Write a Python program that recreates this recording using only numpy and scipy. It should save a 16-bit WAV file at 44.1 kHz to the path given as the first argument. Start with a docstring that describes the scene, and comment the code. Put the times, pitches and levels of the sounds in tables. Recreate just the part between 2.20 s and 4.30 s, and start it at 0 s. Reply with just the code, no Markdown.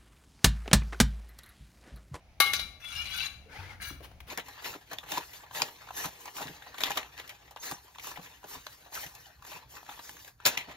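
"""Two steel swords meet on an open-air wooden stage. Over rumbling air and a faint lingering blade ring,
one hard clash excites the blades' modes and the galleries reflect it; glancing touches follow. Then one
blade grinds along the other by stick-slip friction, squeals, bites and slips off, while footfalls set
the deck booming. A sole drags over the boards, the blades slide again, and shoes knock and scuff."""
import sys
import numpy as np
from scipy import signal
from scipy.fft import rfft, irfft
from scipy.io import wavfile

SR = 44100
rng = np.random.default_rng(int(sys.argv[2]) if len(sys.argv) > 2 else 0)


def wav_record(signal):
    """Record a signal, one row per channel, as 16-bit PCM in the file named by sys.argv[1]."""
    frames = np.transpose(np.atleast_2d(signal))
    bounded = np.clip(frames, -1, 1)
    # unit amplitude maps onto the largest positive 16-bit level
    quanta = np.round(bounded * 32767).astype(np.int16)
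    wavfile.write(sys.argv[1], SR, quanta)


N = 92610
T = np.arange(N) / SR
HZ = np.fft.rfftfreq(N, 1 / SR)

# faint outdoor wash, with a lingering blade ring near 2.3 kHz (frequency [Hz], relative level [dB])
WASH_AND_RING_SPECTRUM = [(400, -10.5), (700, 2), (1000, -9.5), (1800, -12), (2300, -5), (3200, -14.5),
                          (6500, -18), (16000, -36)]
# spectrum of the rumble (frequency [Hz], relative level [dB])
RUMBLE_SPECTRUM = [(20, -24), (40, -4.5), (70, 1), (110, -9), (200, -14.5), (400, -30.5), (1000, -43.5)]
# envelope of the rumble (time [s], level [dB])
RUMBLE_ENVELOPE = [(0, -61), (.25, -55.5), (.4, -46.5), (.6, -60), (.85, -51), (1.22, -55.5), (1.65, -51.5),
                   (2.1, -57)]
# impacts of blade on blade (time [s], ring level [dB], crash level [dB], glancing [0-1])
BLOWS = [(0.2009, -19.5, -17.5, 0.06), (0.26, -40, -35.5, 1), (.333, -26, -25, 0.89),
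         (.393, -33.5, -38.5, 1), (0.413, -35.5, -45.5, 1)]
# main blade modes (frequency [Hz], free T60 [s], level in a clash [dB], in a touch [dB], in a slide [dB])
BLADE_MODES = [(808, .18, -12, -22, -24), (1147, .21, -5, -20, -20), (1327, .32, -14, -21, -17),
               (2161, .36, 0, -13, -14), (2340, .4, -16, -9, -1), (2836, .42, -12, -12, 0),
               (3004, .42, -9, -16, -11), (3408, .18, -8, -7, -9), (3801, .18, -5, -6, -13),
               (3962, .31, -14, 1, -5), (4008, .24, -8, -10, -3), (4620, .15, -7, -9, -9),
               (5450, .21, -17, -13, -14)]
# high modes of a square hit (frequency [Hz], relative level [dB])
PING_MODES = [(7052, -8), (8721, -8), (9596, -3), (10500, -7), (11390, -4), (12280, 1), (13370, -7),
              (14110, -6)]
# spectrum of the crash and crack (frequency [Hz], relative level [dB])
CRASH_SPECTRUM = [(100, -53), (330, -5), (450, -13.5), (750, -2.5), (980, -9.5), (1400, -2.5), (2100, -7),
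                  (3900, -1), (5300, -8.5), (11500, -9), (16000, -15.5)]
# decay of the dense modes (frequency [Hz], T60 [s])
CRASH_DECAY = [(300, 0.11), (3000, 0.14), (15000, 0.11)]
# reverberation of the galleries (frequency [Hz], T60 [s])
GALLERY_DECAY = [(150, .7), (2500, .49), (14000, .37)]
# squeals of the edges (start [s], end [s], start frequency [Hz], end frequency [Hz], level [dB])
SQUEALS = [(0.257, 0.283, 3400, 3350, -29), (0.614, 0.726, 3470, 3365, -45),
           (0.696, 0.925, 2788, 2932, -41.5), (0.762, .89, 2290, 2408, -40.5),
           (0.758, 0.825, 5331, 5317, -46), (0.878, 1.002, 3210, 3580, -44.5),
           (1.61, 1.734, 6000, 5940, -53), (1.647, 1.723, 8800, 8964, -50)]
# bites of edge into edge (time [s], centre frequency [Hz], level [dB])
BITES = [(.352, 4998, -36), (.392, 3860, -36.5), (.964, 11560, -44.5), (.994, 3354, -36), (1.02, 3976, -40),
         (1.025, 13500, -56), (1.045, 2830, -41.5), (1.601, 1900, -47), (1.619, 1930, -41)]
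# envelopes of the slides (time [s], relative level [dB])
LONG_SLIDE = [(.595, -58), (0.633, -55), (0.644, -49), (.67, -48), (.765, -39.5), (.805, -40), (.91, -37),
              (.96, -35.5), (1.07, -32.5), (1.1, -69)]
SHORT_SLIDE = [(1.598, -55.5), (1.633, -38.5), (1.66, -42.5), (1.691, -43.5), (1.73, -54.5), (1.77, -68)]
# spectra of edge rasping on edge (frequency [Hz], relative level [dB])
LONG_RASP = [(300, -35), (700, -2), (1400, -3), (2800, 0.5), (4400, -11.5), (6000, -5.5), (9500, -11),
             (14500, -14.5), (16000, -32)]
SHORT_RASP = [(300, 1), (900, 0.5), (1700, 4), (2800, 0), (6000, -3.5), (9700, -1.5), (15000, -3)]
# weight of the rasp as the contact travels, held after the last point (time [s], gain [dB])
RASP_GAIN = [(.6, 2.5), (.92, -10), (1.0, -6.5)]
# footfalls that bend the deck (time [s], frequency [Hz], level [dB])
FOOTFALLS = [(0.761, 75.5, -46.5), (0.99, 59, -49), (1.386, 91.7, -43), (1.705, 137, -50),
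             (1.719, 58, -49.5), (2.01, 66.5, -48.5)]
# shoes striking planks (time [s], frequency [Hz], T60 [s], ring level [dB], click level [dB])
KNOCKS = [(1.258, 460, 0.36, -58, -86), (1.704, 1310, 0.024, -34, -55), (1.709, 262, 0.092, -44, -72),
          (1.805, 546, 0.059, -43.5, -56), (1.81, 285, 0.13, -53.5, -69), (1.915, 723, 0.026, -41.5, -58.5),
          (2.003, 2120, 0.034, -38.5, -43.5)]
# envelope of the dragged shoe (time [s], relative level [dB])
DRAG_ENVELOPE = [(1.28, -67), (1.33, -48), (1.405, -47.5), (1.47, -50.5), (1.53, -50.5), (1.57, -62.5)]
# resonances of the dragged sole (frequency [Hz], bandwidth per filter [Hz], relative level [dB])
SOLE_MODES = [(910, 140, -5.5), (1570, 490, -4), (2213, 200, -1)]
# spectra of a sole's hiss and of scuffs and clicks (frequency [Hz], relative level [dB])
SOLE_SPECTRUM = [(150, -6), (2200, 0), (5500, -10), (12000, -20.5)]
SCUFF_SPECTRUM = [(150, -7), (700, -1), (3000, -1.5), (6000, -12), (16000, -9.5)]
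# short scuffs (peak time [s], Gaussian width [s], level [dB])
SCUFFS = [(1.849, 0.014, -47), (2.094, 0.013, -46)]
# balance of the swords at the microphones (frequency [Hz], left minus right [dB])
SWORD_BALANCE = [(100, -8), (800, 2), (2000, 4.5), (3400, 11.5), (5500, 6), (7500, 12), (10300, -2.5),
                 (12500, 13), (15000, 24)]
# likeness of the two microphone signals (frequency [Hz], correlation [0-1])
MIC_CORRELATION = [(30, 0.79), (120, 0.93), (700, 0.9), (3000, 0.17), (6000, 0.45)]

DENSE_SPACING_HZ, DENSE_SPREAD_DB = 160, 2.5
CONTACT_S, CRACK_DB, CRACK_T60 = 0.0026, 6, 0.04
PING_T60, TWIN_DB, TWIN_SPLIT_HZ = 0.09, -13.5, 16.3
FLUTTER_DB, FLUTTER_HZ = 4, 55  # the ring flutters as the blades whip about
# a fully glancing touch: share of ring time lost, loss of ping, thinning of the crash below 3 kHz
GLANCE_DAMPING, GLANCE_PING_LOSS_DB, GLANCE_DB_PER_OCTAVE = 0.445, 16, 1.5
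GALLERY_DB, GALLERY_BUILD_S, WALL_DELAY_S, WALL_DB = -10.5, 0.013, 0.068, -27.5
BITE_S, BITE_T60, BITE_OCTAVES, CHATTER_PER_S = 0.015, 0.041, 0.28, 380
SLIPS_PER_S, SLIP_SPREAD_DB, GRIT_DB = 4000, 2, -11
DENSE_WIDTH_HZ, PRESSED_WIDTH_HZ = 45, 26  # bandwidths of a rubbed mode at 3 kHz
NODE_RATE_HZ, NODE_SWELL_DB = 14.6, 19
DECK_RISE_S, DECK_T60, KNOCK_RISE_S = 0.0043, 0.42, 0.00091
MIC_DIP_HZ, MIC_DIP_WIDTH_HZ, MIC_DIP_DB = 7866, 714, -9.5
LEFT_DELAY_S, BAND_LIMIT_HZ = 0.00003, 16000


def amp(db):
    """Amplitude ratio of a level in decibels."""
    return 10 ** (np.asarray(db) / 20)


def unit(x):
    """Normalisation to rms 1."""
    return x / np.sqrt(np.mean(x ** 2) + 1e-20)


def read(points, hz):
    """Interpolation on a log-frequency axis."""
    f, value = np.transpose(points)
    return np.interp(np.log(hz + 1), np.log(f + 1), value)


def gain(points):
    """Gain over time, interpolated in decibels."""
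    return amp(np.interp(T, *np.transpose(points)))


def envelope(points, fade_s=0.012):
    """Amplitude envelope that fades to silence at both ends."""
    start, end = points[0][0], points[-1][0]
    return gain(points) * np.clip(np.minimum(T - start, end - T) / fade_s, 0, 1)


def add(mix, s, sound):
    """Superposition of a sound on the mix at time s."""
    part = mix[:, round(s * SR):][:, :sound.shape[-1]]
    part += sound[..., :part.shape[1]]


def colour(x, spectrum):
    """Spectral shaping, at rms 1."""
    return unit(irfft(rfft(x) * amp(read(spectrum, HZ)), N))


def noise():
    """White noise, partially coherent between the two microphones."""
    left, unrelated = rfft(rng.standard_normal((2, N)))
    c = read(MIC_CORRELATION, HZ)
    return irfft(np.array([left, c * left + np.sqrt(1 - c * c) * unrelated]), N)


def drift(hz):
    """Random modulation: noise low-passed at hz, at rms 1."""
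    return unit(irfft(rfft(rng.standard_normal(N)) / (1 + (HZ / hz) ** 4), N))


def resonate(x, hz, width):
    """Forced response of a resonator whose frequency may move, at rms 1."""
    turn = np.exp(2j * np.pi * np.cumsum(hz * np.ones(N)) / SR)
    r = np.exp(-np.pi * width / SR)
    return unit((turn * signal.lfilter([1 - r], [1, -r], x / turn)).real)


def mode(hz, t60):
    """Free decay of one mode, with a phase difference between the microphones."""
    t = T[:SR // 2]
    lag = np.array([[0], [1]]) * np.arccos(read(MIC_CORRELATION, hz)) * rng.choice([-1, 1])
    phase = 2 * np.pi * rng.random() + lag
    return np.sin(2 * np.pi * hz * t + phase) * amp(-60 * t / t60)


def background(wash_and_ring_db):
    """Shaped noise: a faint outdoor wash, a lingering blade ring near 2.3 kHz and a wavering rumble."""
    wash_and_ring = amp(wash_and_ring_db) * colour(noise(), WASH_AND_RING_SPECTRUM)
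    return wash_and_ring + colour(noise(), RUMBLE_SPECTRUM) * gain(RUMBLE_ENVELOPE)


def dense_modes():
    """The blades' weaker modes, irregularly spaced: (frequency [Hz], relative level [dB])."""
    grid = np.arange(1400, 15600, DENSE_SPACING_HZ)
    hz = grid + rng.uniform(-1.038, 1, len(grid)) * DENSE_SPACING_HZ / 2
    db = DENSE_SPREAD_DB * np.clip(rng.standard_normal(len(grid)), -2, 2)
    return np.transpose([hz, db])


def blow(dense, ring_db, crash_db, glancing):
    """Impact excitation: a crack, a crash of dense modes, a ping and the beating of close mode pairs."""
    ring = sum(amp(db - GLANCE_PING_LOSS_DB * glancing) * mode(hz, PING_T60) for hz, db in PING_MODES)
    t = T[:ring.shape[1]]
    for hz, free_t60, clash_db, touch_db, _ in BLADE_MODES:
        t60 = free_t60 * (1 - GLANCE_DAMPING * glancing)  # blades that stay in touch damp each other
        beating = mode(hz, t60) + amp(TWIN_DB) * mode(hz + TWIN_SPLIT_HZ * rng.normal(), t60)
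        flutter_db = FLUTTER_DB * drift(FLUTTER_HZ)[:len(t)] * np.minimum(t * 20, 1)
        ring += beating * amp(clash_db + glancing * (touch_db - clash_db) + flutter_db)
    tilt = glancing * GLANCE_DB_PER_OCTAVE
    spectrum = [(hz, db + tilt * np.log2(min(hz, 3000))) for hz, db in CRASH_SPECTRUM]
    dense_hz, dense_db = dense.T
    sizes = amp(dense_db + read(spectrum, dense_hz))
    sizes *= np.sqrt(2) / np.linalg.norm(sizes)
    crash = sum(size * mode(hz, read(CRASH_DECAY, hz)) for hz, size in zip(dense_hz, sizes))
    crack = colour(noise(), spectrum)[:, :len(t)] * amp(CRACK_DB - 60 * t / CRACK_T60)
    return np.minimum(t / CONTACT_S, 1) * (amp(ring_db) * ring + amp(crash_db) * (crash + crack))


def stage(x):
    """Reflection: the galleries add diffuse echoes, dying fastest in the treble; the back wall a slap."""
    hz, t, bands = signal.stft(noise(), SR, nperseg=256)
    decay = amp(-60 * t / read(GALLERY_DECAY, hz)[:, None])
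    tail = signal.istft(bands * decay, SR, nperseg=256)[1][:, :N]
    tail *= 1 - np.exp(-T / GALLERY_BUILD_S)
    out = x + amp(GALLERY_DB) * signal.fftconvolve(x, tail / np.linalg.norm(tail[0]), axes=1)[:, :N]
    add(out, WALL_DELAY_S, amp(WALL_DB) * x)
    return out


def squeals(width_hz):
    """Friction-driven resonance: an edge catches and sings, gliding as the contact travels."""
    out = np.zeros((2, N))
    for start, end, from_hz, to_hz, db in SQUEALS:
        progress = np.clip((T - start) / (end - start), 0, 1)
        hz = from_hz + (to_hz - from_hz) * progress
        out += amp(db) * np.sin(np.pi * progress) * resonate(resonate(noise(), hz, width_hz), hz, width_hz)
    return out


def bites(dense):
    """Chatter: an edge bites into a nick, and a train of impulses rings the modes around one pitch."""
    out, t = np.zeros((2, N)), T[:round(BITE_S * SR)]
    dense_hz, dense_db = dense.T
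    for s, centre_hz, db in BITES:
        sizes = np.exp(-.5 * (np.log2(dense_hz / centre_hz) / BITE_OCTAVES) ** 2) * amp(dense_db)
        ring = sum(a * mode(hz, BITE_T60) for hz, a in zip(dense_hz, sizes) if a > sizes.max() / 10)
        rate = CHATTER_PER_S * (1 + drift(CHATTER_PER_S)[:len(t)] / 2)
        ticks = np.diff(np.floor(np.cumsum(rate) / SR), prepend=-1) * rng.uniform(.5, 1, len(t))
        chatter = signal.fftconvolve(ring, ticks[None], axes=1)
        add(out, s, amp(db) * chatter / np.std(chatter[:, :len(t)]))
    return out


def slips(patchy_db):
    """Stick-slip friction: tiny impulses of uneven size, swelling in clumps."""
    size = amp(SLIP_SPREAD_DB * np.minimum(rng.exponential(1, N), 4))
    slipping = rng.random(N) < SLIPS_PER_S / SR
    return unit(noise() * size * slipping * amp(patchy_db * drift(69)))


def shimmer(dense):
    """Modal coupling: slips drive the dense modes, each swelling and fading as if passing its nodes."""
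    grind, out = slips(patchy_db=3), np.zeros((2, N))
    for hz, db in dense:
        r = np.exp(-np.pi * DENSE_WIDTH_HZ * np.sqrt(hz / 3000) / SR)
        poles = [1, -2 * r * np.cos(2 * np.pi * hz / SR), r * r]
        coupling = amp(NODE_SWELL_DB * np.tanh(drift(NODE_RATE_HZ)))
        out += amp(db) * np.sqrt(1 - r) * signal.lfilter([1, 0, -1], poles, grind * coupling)
    return unit(out)


def slide(sheen, curve, spectrum, ring_db, rasp_db):
    """Forced vibration: slips rasp and drive the main modes, damped and detuned by the moving contact."""
    grind, ring = slips(patchy_db=2.5), np.zeros((2, N))
    for hz, *_, db in BLADE_MODES:
        wandering_hz = hz * (1 + 0.011 * drift(7.9))
        ring += amp(db) * resonate(grind, wandering_hz, PRESSED_WIDTH_HZ * np.sqrt(hz / 3000))
    rasp = colour(sheen + amp(GRIT_DB) * grind, spectrum) * gain(RASP_GAIN)
    return envelope(curve) * (amp(ring_db) * unit(ring) + amp(rasp_db) * rasp)


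def footfalls():
    """Flexural vibration: each footfall bends the deck, which booms as a damped sinusoid."""
    out = np.zeros((2, N))
    for s, hz, db in FOOTFALLS:
        boom = np.sqrt(2) * np.sin(2 * np.pi * hz * T) * amp(db - 60 * T / DECK_T60)
        add(out, s, np.minimum(T / DECK_RISE_S, 1) * boom)
    return out


def knocks(click_t60, width_hz):
    """Impact on wood: a shoe gives a broadband click and a decaying plank resonance."""
    out = np.zeros((2, N))
    for s, hz, t60, ring_db, click_db in KNOCKS:
        ring = resonate(noise(), hz, width_hz) * amp(ring_db - 60 * T / t60)
        click = colour(noise(), SCUFF_SPECTRUM) * amp(click_db - 60 * T / click_t60)
        add(out, s, np.minimum(T / KNOCK_RISE_S, 1) * (ring + click))
    return out


def soles(smooth_db, body_db, hiss_db):
    """Sliding friction on the boards: a drag excites wandering resonances, then two brief scuffs hiss."""
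    rub = unit(slips(patchy_db=-5.5) + amp(smooth_db) * noise()) * amp(0.87 * drift(38))
    body = np.zeros((2, N))
    for hz, width, db in SOLE_MODES:
        path = hz * (1 + 0.069 * drift(17))
        body += amp(db + 2 * drift(18)) * resonate(resonate(rub, path, width), path, width)
    drag = amp(body_db) * unit(body) + amp(hiss_db) * colour(rub, SOLE_SPECTRUM)
    scuff_gain = sum(amp(db) * np.exp(-.5 * ((T - s) / width_s) ** 2) for s, width_s, db in SCUFFS)
    return envelope(DRAG_ENVELOPE) * drag + scuff_gain * colour(rub, SCUFF_SPECTRUM)


def scene():
    """Superposition of swords, footwork and background; level differences place the action leftward."""
    dense = dense_modes()
    sheen = shimmer(dense)
    steel = squeals(width_hz=37) + bites(dense)
    steel += slide(sheen, LONG_SLIDE, LONG_RASP, ring_db=-3, rasp_db=0.5)
    steel += slide(sheen, SHORT_SLIDE, SHORT_RASP, ring_db=-3, rasp_db=5.0)
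    for s, *strike in BLOWS:
        add(steel, s, blow(dense, *strike))
    sides = np.array([[.5], [-.5]])
    balance = amp(sides * read(SWORD_BALANCE, HZ))
    balance /= np.sqrt((balance ** 2).mean(0))  # constant power
    steel = irfft(rfft(stage(steel)) * balance, N)
    feet = soles(smooth_db=13, body_db=-4.0, hiss_db=-1.5)
    feet += footfalls() + knocks(click_t60=0.049, width_hz=48)
    feet = stage(feet) * amp(sides * 4.4)  # 4.4 dB louder on the left
    return steel + feet + background(wash_and_ring_db=-65.5)


def record(dry):
    """Microphone transfer function: a treble dip, a slight delay on the left and a band limit."""
    dip = amp(MIC_DIP_DB * np.exp(-.5 * ((HZ - MIC_DIP_HZ) / MIC_DIP_WIDTH_HZ) ** 2))
    delay = np.exp(-2j * np.pi * HZ * np.array([[LEFT_DELAY_S], [0]]))
    heard = irfft(rfft(dry) * dip * delay, N)
    lowpass = signal.firwin(511, BAND_LIMIT_HZ, window=("kaiser", 9), fs=SR)
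    return signal.oaconvolve(heard, lowpass[None], "same")


dry = scene()
out = record(dry)
wav_record(out)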